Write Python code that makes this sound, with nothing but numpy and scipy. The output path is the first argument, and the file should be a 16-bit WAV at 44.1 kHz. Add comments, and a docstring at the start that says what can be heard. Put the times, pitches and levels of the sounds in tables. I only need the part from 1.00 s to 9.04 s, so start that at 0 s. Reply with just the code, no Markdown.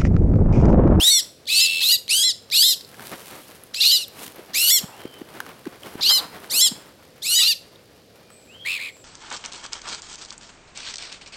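"""Azure-winged magpies squabble over food on dry grass, heard close by, outdoors and in mono.
They screech from the start, using both sides of the voice box at once; one gives a rattling churr.
Bills snap, and feet scuffle around 2 s. More screeches follow, then wings thump from 3.4 s and a far
bird whistles near 4 s. The last screeches come between 5 and 6.6 s. After 7 s, far whistles, thin high
notes and two short churrs end the scene. All along, trees echo faintly over a soft hush of air."""
import sys
import numpy as np
from scipy import signal
from scipy.fft import rfft, irfft, next_fast_len
from scipy.io import wavfile
from scipy.ndimage import uniform_filter1d

SR = 44100
rng = np.random.default_rng(int(sys.argv[2]) if len(sys.argv) > 2 else 0)


def master(y):
    """Save y as 16-bit WAV."""
    cut = np.clip(np.atleast_2d(y).T, -1, 1)
    pcm = np.round(cut * 32767)  # scale
    wavfile.write(sys.argv[1], SR, pcm.astype(np.int16))


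N = 354563
TIME = np.arange(N) / SR
RATTLE_HZ, CUTOFF_HZ = 88, 15900  # how fast a voice flutters; where the treble ends

# Each screech starts "locked": the voice box's lower side stays an octave under the upper side.
# At the "break" the two sides spring "free" to cleaner pitches of their own.
# (start [s], length [s], time to break [s], scoop time [s], pitch at break [Hz], climb [Hz/s],
#  free upper pitch [Hz], free lower pitch [Hz], level [dB], swell [dB], step at break [dB],
#  treble [dB, counted 1.5 times when locked and half when free], extra treble when free [dB],
#  throat ring [dB], boost above 10 kHz [dB], locked roughness [0-1], locked lower strength [0-1])
SCREECHES = [ (-.005, 0.22, 0.099, 0.029, 3934, 625, 3630, 2202, -13.5, 6, -2.5, -4, -1, -4, 2, 0.33, 0.57),
             (0.466, .217, .134, 0.021, 3114, 6021, 3140, 2143, -14.5, 15, -2, -4, -3, 3, 3.5, 0.56, 0.7),
             (0.803, 0.17, .108, 0.023, 2945, 5400, 3074, 2160, -14.5, 6.5, 1, -4.5, -2.5, 0, 11.5, 0.66, .9),
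             (1.087, 0.24, 0.14, 0.052, 3417, 2, 3454, 2092, -20, -1, 3.5, -1, -7.5, -2.5, -2, 0.42, 0.47),
             (1.51, .235, .115, 0.015, 3118, 5106, 3215, 2083, -16, 6, -5, -3.5, -3, 1.5, 6, 0.35, 0.6),
             (1.541, .213, .129, .018, 3806, 11388, 3740, 2096, -17, 1, -1.5, -4.5, -1, 7, 13.5, 0.42, 0.65),
             (2.736, 0.32, 0.3, 0.023, 2968, 599.5, 3000, 1500, -27, 0.5, 0, -4.5, -10, -4.5, 2, 0.5, 0.2),
             (2.8, 0.19, 0.11, 0.019, 3068, 6102, 3166, 2117, -15.5, -2, 2, -7, -5.5, 6.5, 12, 0.71, 0.7),
             (3.533, 0.27, .165, 0.019, 3025, 3000, 3518, 2215, -17.5, 7.5, -0.5, 0, 1.5, -9.5, 12.5, 0.6, 0.4),
             (5.007, 0.2, .095, 0.017, 3227, 8292, 3088, 2122, -14, 8.5, -1.5, -9, -4, 0.5, 12, 0.63, 0.44),
             (5.495, 0.2, 0.11, 0.027, 3133, 7806.5, 3477, 2133, -20, 9.5, 5.5, 1, -2.5, -1.5, 5, 0.39, 0.22),
             (6.218, 0.23, 0.13, 0.034, 3010, 3004, 3024, 1983, -20.5, 10.5, 4.5, -0.5, -4, -4.5, 4, 0.5, 0.33),
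             (6.372, 0.17, 0.1, 0.017, 2838, 6289, 2970, 1955, -16.5, 5, 2, -8.5, -5, 0, 12, 0.8, 0.67)]
def screech(start, length, break_s, scoop_s, pitch_hz, climb, upper_hz, lower_hz, level_db, swell_db,
            step_db, treble_db, free_treble_db, ring_db, edge_db, roughness, locked_strength):
    """A rasping cry scoops up, climbs, breaks into two pitches and falls as the breath runs out."""
    at, age, left = note(start, length)
    freed = ease(age - break_s, 0.01)  # 0 while locked, 1 when free
    scoop = 1 - .42 * np.exp(-age / scoop_s)
    fall = 1 - .37 * np.exp(-left / 0.018)
    locked_hz = (pitch_hz + climb * np.minimum(age - break_s, 0)) * scoop
    upper = (locked_hz * (1 - freed) + upper_hz * freed) * fall
    lower = (locked_hz / 2 * (1 - freed) + lower_hz * freed) * fall
    rough = np.clip(roughness * (1 - freed) + .15 * freed, 0, 1)
    # a weak lower side comes in late
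    joined = np.clip(locked_strength, .01, 1) ** (0.63 * break_s / (age + 1e-3))
    voice = voice_box(upper, lower, freed, rough, joined * (1 - freed) + freed, ring_db, edge_db)
    low = signal.sosfiltfilt(signal.butter(6, 6000, fs=SR, output="sos"), voice)
    # the open bill lets the treble out
    bill_open = ease(age, 0.021) * ease(left, 0.01)
    treble_gain = from_db(treble_db * (1.5 - freed) + free_treble_db * freed) * bill_open
    voice = even_out(low, size=450) + treble_gain * even_out(voice - low, size=450)
    held_back_db = swell_db * np.maximum(1 - age / (.85 * break_s), 0)
    strain_db = 1.7 * rough * wander(len(at), 40)
    gain = from_db(level_db + step_db * freed - held_back_db + strain_db)
    out = np.zeros(N)
    out[at] = gain * ease(age, 0.0078) * ease(left, .024) * voice
    return out


# How the windpipe and bill favour some pitches over others: (frequency [Hz], gain [dB])
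THROAT = [(530, -68.5), (900, -28.5), (1680, -34), (1970, -23.5), (2300, -26), (2890, -10.5), (3380, -5.5),
          (4100, 4.5), (4460, 0), (5550, -7.5), (6030, -6.5), (7580, -1), (9530, -6), (13000, -11),
          (16000, -32.5)]
def voice_box(upper, lower, freed, rough, lower_strength, ring_db, edge_db,
              ring_hz=4160, ring_octaves=0.39):
    """Two linked membranes shake in the breath, making overtones and tones at sums of their pitches."""
    size = len(upper)
    throat = []
    for hz, db in THROAT:
        ring = np.exp(-(np.log2(hz / ring_hz) / ring_octaves) ** 2)
        throat.append((hz, db + edge_db * (hz > 10000) + ring_db * ring))
    shake = rattle(size, unevenness=.35)
    bend = 1 + 0.021 * rough * shake + 0.0033 * wander(size, 120.3) + 0.00412 * wander(size, 25)
    upper_phase = phase_of(upper * bend * (1 + .035 * rough * wander(size, 900)))
    lower_phase = phase_of(lower * bend * (1 + .035 * rough * wander(size, 900)))
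    # once free, the lower side grows a tone one octave above itself
    octave_strength = lower_strength * np.clip(2 * freed, .1, 1) * from_db(-4)
    tone = np.zeros(size)
    for n, strength in enumerate([1, lower_strength, octave_strength]):
        for m in range(0 if n else 1, 8):
            hz = m * upper + n * lower
            gain = strength * gain_at(throat, hz) * (hz < CUTOFF_HZ)
            drift = from_db(-9.5 * (m > 1) + 3 * wander(size, 24.63))  # upper overtones are weaker
            shimmer = 1 + 0.64 * rough * wander(size, 200)
            tone += gain * drift * shimmer * np.cos(m * upper_phase + n * lower_phase)
    # disorderly shaking adds rasp between the tones, but the membranes can only swing so far
    rasp = colour(rng.standard_normal(size) * (1 + np.cos(upper_phase)), throat)
    voice = even_out(even_out(tone, size=500) + (0.036 + rough ** 1.31) * rasp, size=36)
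    return voice * (1 + 0.13 * rough * shake)


# Rattling notes that rise and fall: (start [s], length [s], top pitch [Hz], droop at the ends [0-1],
#  level [dB], rasp [dB], first overtone [dB], low knock [dB], pitch shake [0-1])
CHURRS = [(0.483, 0.39, 2674, 0.04, -25, -1.5, -14.5, -30, 0.01),
          (7.648, 0.15, 2566, 0.23, -24.5, -6.5, -18.5, -14, 0.05),
          (7.785, .127, 2417, .18, -29.5, -7.5, -21, -12, 0.06)]
def churr(start, length, top_hz, droop, level_db, rasp_db, overtone_db, knock_db, bend):
    """One side of the voice box throbs alone; between beats the pitch sags and a lower tone knocks."""
    at, age, left = note(start, length)
    shake = rattle(len(at), unevenness=0.14)
    beats = unit_power(1 + 0.24 * np.tanh(2 * shake))
    arch = 1 - droop * (2 * age / length - 1) ** 2
    scoop = 1 - .17 * np.exp(-age / 0.00853)
    quiver = 1 + bend * (shake + 0.92 * wander(len(at), 900))
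    phase = phase_of(top_hz * arch * scoop * quiver)
    overtones = sum(from_db(overtone_db - 6 * k) * np.sin((k + 2) * phase) for k in range(4))
    tone = unit_power(np.sin(phase) + overtones)
    knock = from_db(knock_db) * np.maximum(-shake, 0) ** 4 * np.sin(phase / 2)
    rasp = colour(rng.standard_normal(len(at)), [(1000, -18.5), (1700, -17.5), (2600, 12), (4200, 17),
                                                 (5600, -11), (7200, 4), (9000, 0.5), (15000, -7)])
    voice = beats * (tone + from_db(rasp_db) * (1 + 0.27 * shake) * rasp) + knock
    out = np.zeros(N)
    out[at] = from_db(level_db) * ease(age, 0.013) * ease(left, 0.042) * voice
    return out


# Snaps and pecks: (time [s], relative peak level [dB], ringing pitch [Hz])
SNAPS = [(.456, -30, 3870), (1.08, -17, 3670), (1.501, -22, 3900), (1.809, -22, 4330), (1.848, -26.5, 4400),
         (1.943, -28.5, 1680), (1.995, -23, 1460), (2.636, -26, 11200), (2.745, -13, 3980),
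         (3.081, -24, 12700), (3.359, -31.5, 12500), (4.403, -11.5, 1340), (4.464, -24, 1326),
         (4.655, -26, 1610), (4.833, -23, 2900), (5.383, -34.5, 4000), (5.443, -24.5, 1460),
         (6.026, -36, 1200), (6.758, -35, 3590), (7.303, -32, 1270)]
def bill_snaps(gain_db=-4, decay_s=0.002, ring_width_hz=400):
    """Each snap is a tiny crack that makes the bill ring for a moment."""
    out, age = np.zeros(N), TIME[:1500]
    fade = np.exp(-age / decay_s)
    radius = np.exp(-np.pi * ring_width_hz / SR)  # nearer to 1 rings longer
    for time, db, hz in SNAPS:
        crack = colour(rng.standard_normal(len(age)), CRACKLE) * fade
        feedback = [1, -2 * radius * np.cos(2 * np.pi * hz / SR), radius ** 2]
        ring = signal.lfilter([1, 0, -1], feedback, rng.standard_normal(len(age)) * fade)
        snap = unit_power(ring) + 0.3 * unit_power(crack)
        start = int(time * SR)
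        out[start:start + len(age)] += from_db(db + gain_db) * snap / abs(snap).max()
    return out


# Wing thumps: (time [s], middle pitch [Hz], half length [s], level [dB])
WINGBEATS = [(3.396, 400, 0.0046, -33.5), (3.842, 184.2, 0.0049, -25), (4.055, 354.3, 0.0025, -23),
             (4.218, 314, 0.0039, -27), (4.672, 311.7, 0.0067, -22.5), (4.956, 277, 0.0018, -23.5),
             (5.721, 223.6, 0.0063, -27)]
def wingbeats(swish_db=-13):
    """Each stroke pushes out a short puff of air, falling in pitch, with a swish of feathers."""
    out, feathers = np.zeros(N), colour(rng.standard_normal(N), BRUSH)
    for time, hz, half_length, db in WINGBEATS:
        at = np.flatnonzero(abs(TIME - time) < .06)
        stroke = (TIME[at] - time) / half_length
        puff = np.exp(-stroke ** 2) * np.sin(phase_of(hz * (1 - 0.4 * np.tanh(stroke))))
        swish = from_db(swish_db) * feathers[at] * np.exp(-(stroke / 0.71) ** 2)
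        out[at] += from_db(db) * (puff + swish)
    return out


# Feathers sweeping past: (time [s], strongest frequency [Hz], half length [s], level [dB])
SWEEPS = [(0.017, 620, 0.0088, -31.5), (3.915, 870, 0.068, -46), (5.11, 1100, 0.016, -29.5),
          (5.213, 980, 0.054, -37.5)]
def feather_sweeps():
    """A wing or tail swings by with a rush of air that swells and fades."""
    out = np.zeros(N)
    for time, hz, half_length, db in SWEEPS:
        at = np.flatnonzero(abs(TIME - time) < .15)
        band = [(hz / 2, -12), (hz, 0), (2 * hz, -12), (10 * hz, -40)]
        swish = colour(rng.standard_normal(len(at)), band)
        out[at] += from_db(db) * swish * np.exp(-((TIME[at] - time) / half_length) ** 2)
    return out


# The soft sound of brushed grass or feathers: (frequency [Hz], relative level [dB])
BRUSH = [(70, -11), (280, -1.5), (700, -5), (1500, -8), (3000, -14.5), (7000, -28)]
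# The crisp sound of crushed dry leaves or a cracking bill: (frequency [Hz], relative level [dB])
CRACKLE = [(1200, -16), (3000, 0), (7000, -4.5), (11500, -0.5), (16000, -8)]
# Scuffles that swell and fade: (middle time [s], half length [s], brushing [dB], crackle [dB])
SCUFFLES = [(0.033, 0.092, -47, -30), (2.082, 0.071, -43.5, -45), (2.264, 0.29, -43.5, -45.5),
            (3.223, 0.053, -43.5, -38.5), (3.39, 0.17, -46.5, -55), (3.943, 0.23, -45.5, -58),
            (4.42, 0.29, -47.5, -57), (4.89, 0.056, -42, -48), (5.175, 0.47, -44.5, -52),
            (5.64, 0.38, -49.5, -61)]
def grass(breaks_per_s=300, stir_brush_db=-59.5, stir_crackle_db=-65.5, decay_s=0.0012):
    """Feet and tails brush the grass and break dry stalks; between scuffles the flock stirs softly."""
    brush_power, crackle_power = from_db(stir_brush_db) ** 2, from_db(stir_crackle_db) ** 2
    for time, half_length, brush_db, crackle_db in SCUFFLES:
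        swell = 1 / (1 + ((TIME - time) / half_length) ** 2 / 2) ** 4
        brush_power += swell * from_db(brush_db) ** 2
        crackle_power += swell * from_db(crackle_db) ** 2
    breaking = rng.random(N) < breaks_per_s * from_db(4 * wander(N, 15)) / SR  # in clumps
    breaks = breaking * from_db(7 * np.minimum(rng.exponential(1, N), 2))
    fades = signal.lfilter([1], [1, -np.exp(-1 / (decay_s * SR))], breaks + 1e-18)
    ticks = unit_power(fades * rng.standard_normal(N))
    brush = colour(rng.standard_normal(N) + 0.42 * ticks, BRUSH) * from_db(3.1 * wander(N, 15))
    crackle = colour(ticks + rng.standard_normal(N), CRACKLE)
    return brush * np.sqrt(brush_power) + crackle * np.sqrt(crackle_power)


# Far whistles, one list of points for each: (time [s], pitch [Hz], level [dB])
WHISTLES = [
    [(3.92, 2630, -56), (4.01, 3200, -59), (4.18, 3040, -52), (4.23, 2940, -60)],
    [(7.12, 2330, -72), (7.3, 2430, -65), (7.45, 2400, -68)],
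    [(7.47, 2290, -55), (7.56, 3160, -49.5), (7.61, 3215, -47), (7.66, 3270, -36)],
]
# A small bird's thin, high notes, one list for each: (time [s], pitch [Hz], level [dB])
THIN_NOTES = [
    [(7.3, 7940, -64), (7.37, 8040, -54), (7.41, 7700, -63), (7.56, 7480, -61)],
    [(7.78, 7770, -78), (7.93, 7570, -54.5), (8.04, 7540, -59)],
]
def whistle(points, quiver, fade_s=0.0059):
    """A far bird glides through a nearly pure note with a quiver in its pitch."""
    times, pitches, levels = np.transpose(points)
    at = np.flatnonzero((TIME >= times[0]) & (TIME <= times[-1]))
    now = TIME[at]
    fade = np.clip(np.minimum(now - times[0], times[-1] - now) / fade_s, 0, 1)
    level_db = np.interp(now, times, levels) + 2.3 * wander(len(at), 29)
    hz = np.interp(now, times, pitches) * (1 + quiver * wander(len(at), 340))
    out = np.zeros(N)
    out[at] = fade * from_db(level_db) * unit_power(np.sin(phase_of(hz)))
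    return out


def trees(sound, tail_db, near_s=0.24, far_s=0.58, echo_s=0.047, echo_db=-24):
    """Trunks scatter the sound into a short tail with one clear echo; farther trees linger faintly."""
    age = TIME[:SR]
    decay = from_db(-60 * age / near_s) + from_db(-15) * from_db(-60 * age / far_s)
    spectrum = [(500, -4), (4600, -5), (5300, 0), (6200, -5), (9000, -2), (16000, -10)]
    tail = colour(rng.standard_normal(SR), spectrum) * decay * np.minimum(age / 0.0073, 1)
    tail *= from_db(tail_db) / np.sqrt(np.sum(tail ** 2))
    tail[int(echo_s * SR)] += from_db(echo_db)
    return sound + signal.fftconvolve(sound, tail)[:N]


# The hush of still outdoor air: (frequency [Hz], relative level [dB])
AIR = [(18, -54.5), (30, -24), (98, -6.5), (153, -7.5), (194, -9.5), (328, -11), (512, -6), (801, -18.5),
       (889, -30.5), (4780, -21.5), (6050, -28.5), (16000, -45)]
def air(level_db=-53):
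    """A soft, steady, mostly low noise lies under everything."""
    return from_db(level_db) * colour(rng.standard_normal(N), AIR)


def from_db(db):
    """Turn decibels into a number to multiply by."""
    return 10 ** (np.asarray(db) / 20)


def unit_power(x):
    """Scale a sound so that its average power is 1."""
    return x / np.sqrt(np.mean(x ** 2) + 1e-20)


def even_out(x, size):
    """Hold the power near 1 over a sliding window of `size` samples."""
    power = uniform_filter1d(uniform_filter1d(x ** 2, size=size), size=size)
    return x / np.sqrt(np.abs(power) + 1e-5)


def gain_at(points, hz):
    """Read the gain at any frequency from (frequency [Hz], level [dB]) points."""
    frequencies, db = np.transpose(points)
    return from_db(np.interp(np.log(np.maximum(hz, 1)), np.log(frequencies), db))


def colour(x, points):
    """Shape a sound's lows and highs, fading out below the first point; the result has power 1."""
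    size = next_fast_len(len(x))
    hz = np.arange(size // 2 + 1) * SR / size
    bass_cut = np.minimum(hz / points[0][0], 1) ** 2
    return unit_power(irfft(rfft(x, size) * gain_at(points, hz) * bass_cut, size)[:len(x)])


def wander(size, rate_hz):
    """A random drift up and down, typically about 1 away from zero."""
    knots = rng.standard_normal(int(size * 2 * rate_hz / SR) + 2)
    return unit_power(np.interp(np.arange(size) * 2 * rate_hz / SR, np.arange(len(knots)), knots))


def phase_of(hz):
    """How far a vibration has turned so far, in radians."""
    return 2 * np.pi * np.cumsum(hz) / SR


def rattle(size, unevenness):
    """The uneven flutter of the voice's membranes, between -1 and 1."""
    return np.sin(phase_of(RATTLE_HZ * (1 + unevenness * wander(size, RATTLE_HZ / 2))))


def note(start, length):
    """The samples of a note, the time since its start and the time left."""
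    at = np.flatnonzero((TIME >= start) & (TIME < start + length))
    return at, TIME[at] - start, start + length - TIME[at]


def ease(age, rise_s):
    """Rise from 0 towards 1 once the age is positive."""
    return 1 - np.exp(-np.maximum(age, 0) / rise_s)


def scene():
    """Near birds, far birds, grass and air, the same in both channels."""
    calls = sum(screech(*row) for row in SCREECHES) + sum(churr(*row) for row in CHURRS)
    near = calls + wingbeats() + feather_sweeps() + bill_snaps()
    far = sum(whistle(points, quiver=0.017) for points in WHISTLES)
    far += sum(whistle(points, quiver=0.022) for points in THIN_NOTES)
    mono = air() + trees(near, tail_db=-16) + trees(far, tail_db=-6.5) + grass()
    return np.array([mono, mono])


def record(dry):
    """Cut off the very highest treble steeply."""
    return signal.sosfilt(signal.ellip(10, .1, 80, CUTOFF_HZ, fs=SR, output="sos"), dry)


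dry = scene()
out = record(dry)
master(out)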